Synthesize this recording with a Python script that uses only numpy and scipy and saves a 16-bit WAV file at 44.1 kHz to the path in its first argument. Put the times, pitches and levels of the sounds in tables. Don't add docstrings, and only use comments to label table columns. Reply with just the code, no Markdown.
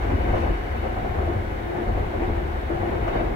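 import sys
import numpy as np
from scipy import signal
from scipy.fft import rfft, irfft
from scipy.io import wavfile
from scipy.ndimage import uniform_filter1d

SR = 44100
rng = np.random.default_rng(int(sys.argv[2]) if len(sys.argv) > 2 else 0)


def unload_audio(sound):
    columns = np.transpose(np.atleast_2d(sound))
    steps = np.round(np.clip(columns, -1, 1) * 32767)
    wavfile.write(sys.argv[1], SR, steps.astype(np.int16))


N = 147735


def undb(db):
    return 10 ** (np.asarray(db) / 20)


def glide(points):
    return np.interp(np.arange(N) / SR, *np.array(points).T)


def curve(points):
    return undb(glide(points))


def bins():
    return np.maximum(np.arange(N // 2 + 1) * SR / N, 1)


def colour(points):
    hz, db = np.array(points).T
    low_cut = np.minimum(bins() / hz[0], 1) ** 2
    return undb(np.interp(np.log(bins()), np.log(hz), db)) * low_cut


def resonances(rows):
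    f = bins()
    peaks = (undb(db) / (1 + ((f / hz - hz / f) * hz / width / 2) ** 2) for hz, width, db in rows)
    return np.sqrt(sum(peak ** 2 for peak in peaks))


def reflections(depth_db=2.15, spacing_hz=16.7, full_from_hz=670):
    size = int(spacing_hz * N / SR)
    ripple = rng.standard_normal((2, N // 2 + 1))
    ripple = uniform_filter1d(uniform_filter1d(ripple, size), size)
    return undb(depth_db * ripple / ripple.std() * np.minimum(bins() / full_from_hz, 1))


def cabin_noise(eq):
    # (frequency [Hz], left-right correlation, left minus right [dB])
    field = [(45, 1, 0.5), (80, 1, 3.5), (127, 0.98, 4.5), (182, 0.88, 7.5), (208, 0.93, -4.5),
             (334, 0.65, 5.5), (432, 0.11, 1.5), (506, -0.49, 4.5), (618, -0.17, -1), (650, 0.049, 2.1),
             (1090, -0.57, 1.2), (1560, -0.53, 1.5), (2260, 0.18, 2), (2570, -0.25, 7.5),
             (2900, -0.096, 2.5), (3930, 0.097, 6), (4970, -0.21, 2.5), (7100, 0.028, 3),
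             (9400, -0.069, -5), (12000, 0.018, -2.5), (15500, 0.0071, -1.5)]
    hz, likeness, lean_db = np.array(field).T
    likeness, lean_db = (np.interp(np.log(bins()), np.log(hz), v) for v in (likeness, lean_db))
    mid, side = rfft(rng.standard_normal((2, N)))
    sign = np.array([[1], [-1]])
    stereo = mid * np.sqrt(1 + likeness) + sign * side * np.sqrt(1 - likeness)
    noise = irfft(eq * undb(sign * lean_db / 2) * stereo, N)
    return noise / noise.std()


def wander(rate_hz):
    drift = irfft(rfft(rng.standard_normal(N)) / (1 + (bins() / rate_hz) ** 4), N)
    return drift / drift.std()


def sustained(sound, span_s):
    power = np.mean(sound ** 2, axis=0)
    return sound / np.sqrt(uniform_filter1d(power, int(span_s * SR)))


def mode(hz, width_hz, span_s):
    centre = np.mean(hz)
    ring = sustained(cabin_noise(resonances([(centre, width_hz, 0)])), span_s)
    bend = np.exp(2j * np.pi * np.cumsum(np.zeros(N) + hz - centre) / SR)
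    return np.real(signal.hilbert(ring) * bend)


def blows(hits, decay_s, attack_s=0.015):
    t, power = np.arange(N) / SR, np.zeros(N)
    for start, db in hits:
        age = np.maximum(t - start, 0)
        rise = np.minimum(age / attack_s, 1)
        tail = np.exp(-np.maximum(age - attack_s, 0) / decay_s)
        power += (undb(db) * rise * tail) ** 2
    return np.sqrt(power)


def slipstream():
    # (frequency [Hz], gain [dB])
    swish_eq = [(3500, -5), (5200, -5), (6000, -1.5), (6800, -12), (11000, -11), (15500, -16)]
    # (time [s], level [dB])
    swish_level = [(0, -63), (.28, -62), (.35, -62), (.41, -56), (.48, -65), (.56, -65), (3.35, -76)]
    return cabin_noise(colour(swish_eq)) * curve(swish_level)


def electrical_buzz(ripple_hz=119.95, drift_hz=1.07, waver_db=4):
    # (multiple of the ripple, level [dB], left minus right [dB])
    harmonics = [(6, -49.5, 1), (9, -60.5, -10), (10, -71, -13), (14, -57.5, -9.5), (15, -63, 9),
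                 (16, -72, 20), (23, -80, 7), (30, -86, 5), (31, -79, 9)]
    phase = 2 * np.pi * np.cumsum(np.full(N, ripple_hz)) / SR
    buzz = 0
    for multiple, db, lean_db in harmonics:
        drift = 2 * np.pi * np.cumsum(drift_hz * wander(6.6)) / SR
        tone = np.sqrt(2) * np.sin(multiple * phase + drift + rng.uniform(0, np.pi, (2, 1)))
        pan_db = np.array([[lean_db], [-lean_db]]) / 2
        buzz += tone * undb(db + waver_db * wander(3.3) + pan_db)
    return buzz


def ventilation(rush_db=-34, mic_hiss_db=-59):
    # (frequency [Hz], gain [dB])
    rush_eq = [(20, -12), (100, 2.5), (170, -1.5), (400, 0.5), (750, -1.5), (1100, -6), (1600, -7),
               (2100, -12.5), (2600, -22.5), (3300, -22), (4200, -29.5), (5200, -35), (7000, -40),
               (10000, -43.5), (15000, -62)]
    mic_hiss_eq = [(1000, 4.5), (5000, -3), (7000, -5), (8700, -6.5), (11000, -2), (15500, -0.5)]
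    rush = cabin_noise(colour(rush_eq) * reflections())
    mic_hiss = cabin_noise(colour(mic_hiss_eq))
    return undb(rush_db) * rush + undb(mic_hiss_db) * mic_hiss


def fittings():
    # (frequency [Hz], gain [dB])
    rattle_eq = [(600, -41), (1100, 8), (1500, 0), (2300, -7), (3000, -10), (3800, -28), (6000, -27),
                 (15000, -55)]
    # (time [s], level [dB])
    rattles = [(.012, -33.5), (.355, -34), (1.795, -52), (3.068, -32.5), (3.185, -42)]
    return cabin_noise(colour(rattle_eq)) * blows(rattles, decay_s=0.026)


def steel():
    # (time [s], pitch [Hz], level [dB])
    rail_ring = [(0, 692, -42), (0.349, 701.4, -42), (.66, 751.4, -53), (.86, 761.6, -39.5),
                 (1.0, 733.2, -33.5), (1.12, 730, -37.5), (1.281, 684.3, -36), (1.421, 721.1, -44),
                 (1.56, 730.6, -54), (1.66, 702.6, -40), (1.78, 672.9, -38.5), (1.94, 724, -39),
                 (2.06, 676.5, -41), (2.301, 693, -47), (2.56, 717.8, -48), (2.86, 716.5, -36.5),
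                 (3.0, 687.8, -42), (3.18, 678.8, -32.5), (3.35, 718, -45)]
    # (frequency [Hz], width [Hz], gain [dB])
    wheel_modes = [(1535, 71, 5), (2080, 170, -0.5), (2307, 36, -6), (2426, 29, -3), (2644, 26, -0.5),
                   (2911, 53, -1.5), (3020, 17, -7), (3698, 62, -12), (4370, 270, -18.5)]
    # (time [s], level [dB])
    wheel_level = [(0, -45), (.4, -41), (.65, -43.5), (1.3, -48), (1.65, -49.5), (1.9, -47), (2.6, -48),
                   (3, -46.5), (3.18, -39.5), (3.35, -58)]
    whine_level = [(0, -63), (1.0, -73), (1.15, -65), (1.4, -72), (1.67, -63), (1.9, -78), (2.27, -64),
                   (2.5, -72), (3.0, -69), (3.17, -56), (3.35, -65)]
    rail_pitch = glide([(s, hz) for s, hz, _ in rail_ring])
    rail_gain = curve([(s, db) for s, _, db in rail_ring])
    rail = mode(rail_pitch, width_hz=38, span_s=0.12) * rail_gain
    whine = mode(hz=3705, width_hz=21, span_s=0.06) * curve(whine_level)
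    wheels = cabin_noise(resonances(wheel_modes)) * curve(wheel_level)
    return rail + wheels + whine


def bogie_knocks():
    # (time [s], level [dB])
    knocks = [(.112, -27.5), (3.14, -35)]
    return mode(hz=283, width_hz=24, span_s=0.04) * blows(knocks, decay_s=0.035)


def rail_joints(thud_decay_s=0.037, clatter_decay_s=0.041, bass_lag_s=0.031, bass_db=-3.5):
    # (time [s], thud level [dB], clatter level [dB])
    crossings = [(0.086, -40, -27), (0.114, -32.5, -46), (.235, -31.5, -41), (.275, -46, -33),
                 (0.329, -42, -23), (.41, -38, -29.5), (0.451, -30, -26.5), (0.837, -38, -28.5),
                 (.955, -34, -30), (1.033, -32, -35), (1.175, -33, -28.5), (1.267, -31.5, -30),
                 (1.325, -35, -36), (1.761, -35, -33.5), (1.865, -34, -30), (1.961, -30.5, -29.5),
                 (2.127, -31, -30), (2.2, -33, -30), (2.365, -38, -32), (2.695, -27.5, -26.5),
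                 (2.81, -34, -27.5), (2.908, -32, -29), (3.057, -38, -26.5), (3.143, -28.5, -23.5),
                 (3.19, -33, -29), (3.235, -31, -38)]
    # (frequency [Hz], gain [dB])
    thud_eq = [(150, -11.5), (200, -0.5), (290, -1), (380, 3.5), (520, -20.5), (1000, -42), (8000, -82)]
    bass_eq = [(35, -16), (70, -18), (105, 6.5), (135, 5.5), (180, -28), (400, -52), (3000, -100)]
    clatter_eq = [(200, -31), (380, -4), (500, 6), (720, 1.5), (880, -4), (1150, -5), (1900, -19.5),
                  (3000, -44), (6000, -48), (15000, -66)]
    thud_hits = [(s, db) for s, db, _ in crossings]
    bass_hits = [(s + bass_lag_s, db + bass_db) for s, db in thud_hits]
    clatter_hits = [(s, db) for s, _, db in crossings]
    thud = sustained(cabin_noise(colour(thud_eq)), span_s=0.049) * blows(thud_hits, thud_decay_s)
    bass = sustained(cabin_noise(colour(bass_eq)), span_s=0.048) * blows(bass_hits, thud_decay_s)
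    clatter = cabin_noise(colour(clatter_eq)) * blows(clatter_hits, clatter_decay_s)
    return thud + bass + clatter


def rolling(flutter_db=2, panels_db=-6):
    # (frequency [Hz], gain [dB])
    roar_eq = [(60, 5), (120, -5), (160, -3.5), (290, -0.5), (440, 0), (520, 3.5), (600, -2.5), (700, -1),
               (800, 1.5), (1000, -7), (1300, -12), (1700, -14.5), (2200, -15.5), (3000, -29), (4500, -43),
               (7000, -49), (15000, -60)]
    # (time [s], level [dB])
    roughness = [(0, -33), (.25, -29), (.36, -27), (.55, -34.5), (.72, -37.5), (.9, -33), (1.12, -35),
                 (1.3, -31), (1.48, -34), (1.69, -39.5), (1.8, -30), (2.08, -34.5), (2.22, -29.5),
                 (2.52, -35), (2.69, -35.5), (2.85, -29), (3.02, -30), (3.2, -31), (3.35, -30.5)]
    # (frequency [Hz], width [Hz], gain [dB])
    panel_modes = [(223, 8.2, 0), (358.6, 58, -6), (390, 7.9, -1.5)]
    # (time [s], level [dB])
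    drone_level = [(0, -55), (.17, -39), (.28, -39), (.38, -31), (.43, -39), (.5, -29), (.62, -45.5),
                   (1.0, -39), (1.18, -37.5), (1.29, -31.5), (1.46, -47), (1.58, -43), (1.68, -31.5),
                   (1.79, -31.5), (1.9, -43), (2.0, -36), (2.11, -39), (2.15, -35.5), (2.24, -30),
                   (2.38, -40), (2.52, -38.5), (2.68, -52), (2.705, -27.5), (2.78, -34), (2.85, -31.5),
                   (2.98, -40), (3.13, -38), (3.2, -29.5), (3.28, -33.5), (3.35, -38)]
    # (time [s], pitch [Hz])
    drone_pitch = [(0, 353.9), (.3, 348), (.5, 334.2), (1.1, 356.3), (1.35, 344.2), (1.64, 332.6),
                   (1.78, 357.2), (1.95, 346.4), (2.3, 342.5), (2.8, 339.1), (3.35, 339)]
    flutter = undb(flutter_db * wander(19.3))
    roar = cabin_noise(colour(roar_eq) * reflections()) * flutter
    panels = undb(panels_db) * sustained(cabin_noise(resonances(panel_modes)), span_s=0.063)
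    drone = mode(glide(drone_pitch), width_hz=8, span_s=0.021) * curve(drone_level)
    return (roar + panels) * curve(roughness) + drone


def body_boom():
    # (frequency [Hz], width [Hz], gain [dB])
    body_modes = [(25, 5.6, -13), (36, 14, -7.5), (45.2, 9.9, 1)]
    # (time [s], level [dB])
    shake_level = [(0, -25), (.06, -27), (.2, -29), (.33, -20), (.42, -36), (.51, -20), (.6, -29.5),
                   (.8, -34), (1.05, -29.5), (1.35, -36), (1.55, -30), (1.8, -37), (1.91, -21.5),
                   (2.03, -28), (2.12, -36), (2.25, -24.5), (2.55, -31.5), (2.85, -36), (3.03, -29),
                   (3.16, -29.5), (3.27, -26.5), (3.35, -31)]
    lower_level = [(0, -27), (.1, -34), (.17, -23), (.28, -30), (.36, -45), (.45, -25), (.53, -42),
                   (.66, -46), (.73, -27), (.82, -31), (.92, -40), (1.03, -31), (1.12, -46), (1.19, -24.5),
                   (1.31, -28.5), (1.43, -38), (1.8, -43), (2, -34), (2.1, -47), (2.27, -31), (2.6, -32.5),
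                   (2.74, -30.5), (2.81, -46), (2.93, -31), (3.06, -42.5), (3.35, -38.5)]
    upper_level = [(0, -40), (.15, -24), (.22, -34), (.31, -30.5), (.41, -31), (.6, -40.5), (.8, -36),
                   (1.0, -38), (1.26, -35.5), (1.39, -26), (1.47, -38.5), (1.8, -44), (1.9, -31),
                   (1.98, -28.5), (2.06, -40), (2.24, -42), (2.4, -44), (2.76, -50), (2.83, -27),
                   (2.94, -41), (3.02, -34), (3.12, -35.5), (3.35, -55)]
    shake = sustained(cabin_noise(resonances(body_modes)), span_s=0.05) * curve(shake_level)
    lower = mode(hz=72.5, width_hz=7.6, span_s=0.06) * curve(lower_level)
    upper = mode(hz=94.4, width_hz=7.1, span_s=0.12) * curve(upper_level)
    return shake + lower + upper


def scene():
    ride = body_boom() + rolling() + steel() + rail_joints() + bogie_knocks() + fittings()
    return ride + electrical_buzz() + ventilation() + slipstream()


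def record(dry):
    cutoff_hz = 15750
    return signal.sosfilt(signal.ellip(10, 0.1, 80, cutoff_hz, fs=SR, output="sos"), dry)


dry = scene()
out = record(dry)
unload_audio(out)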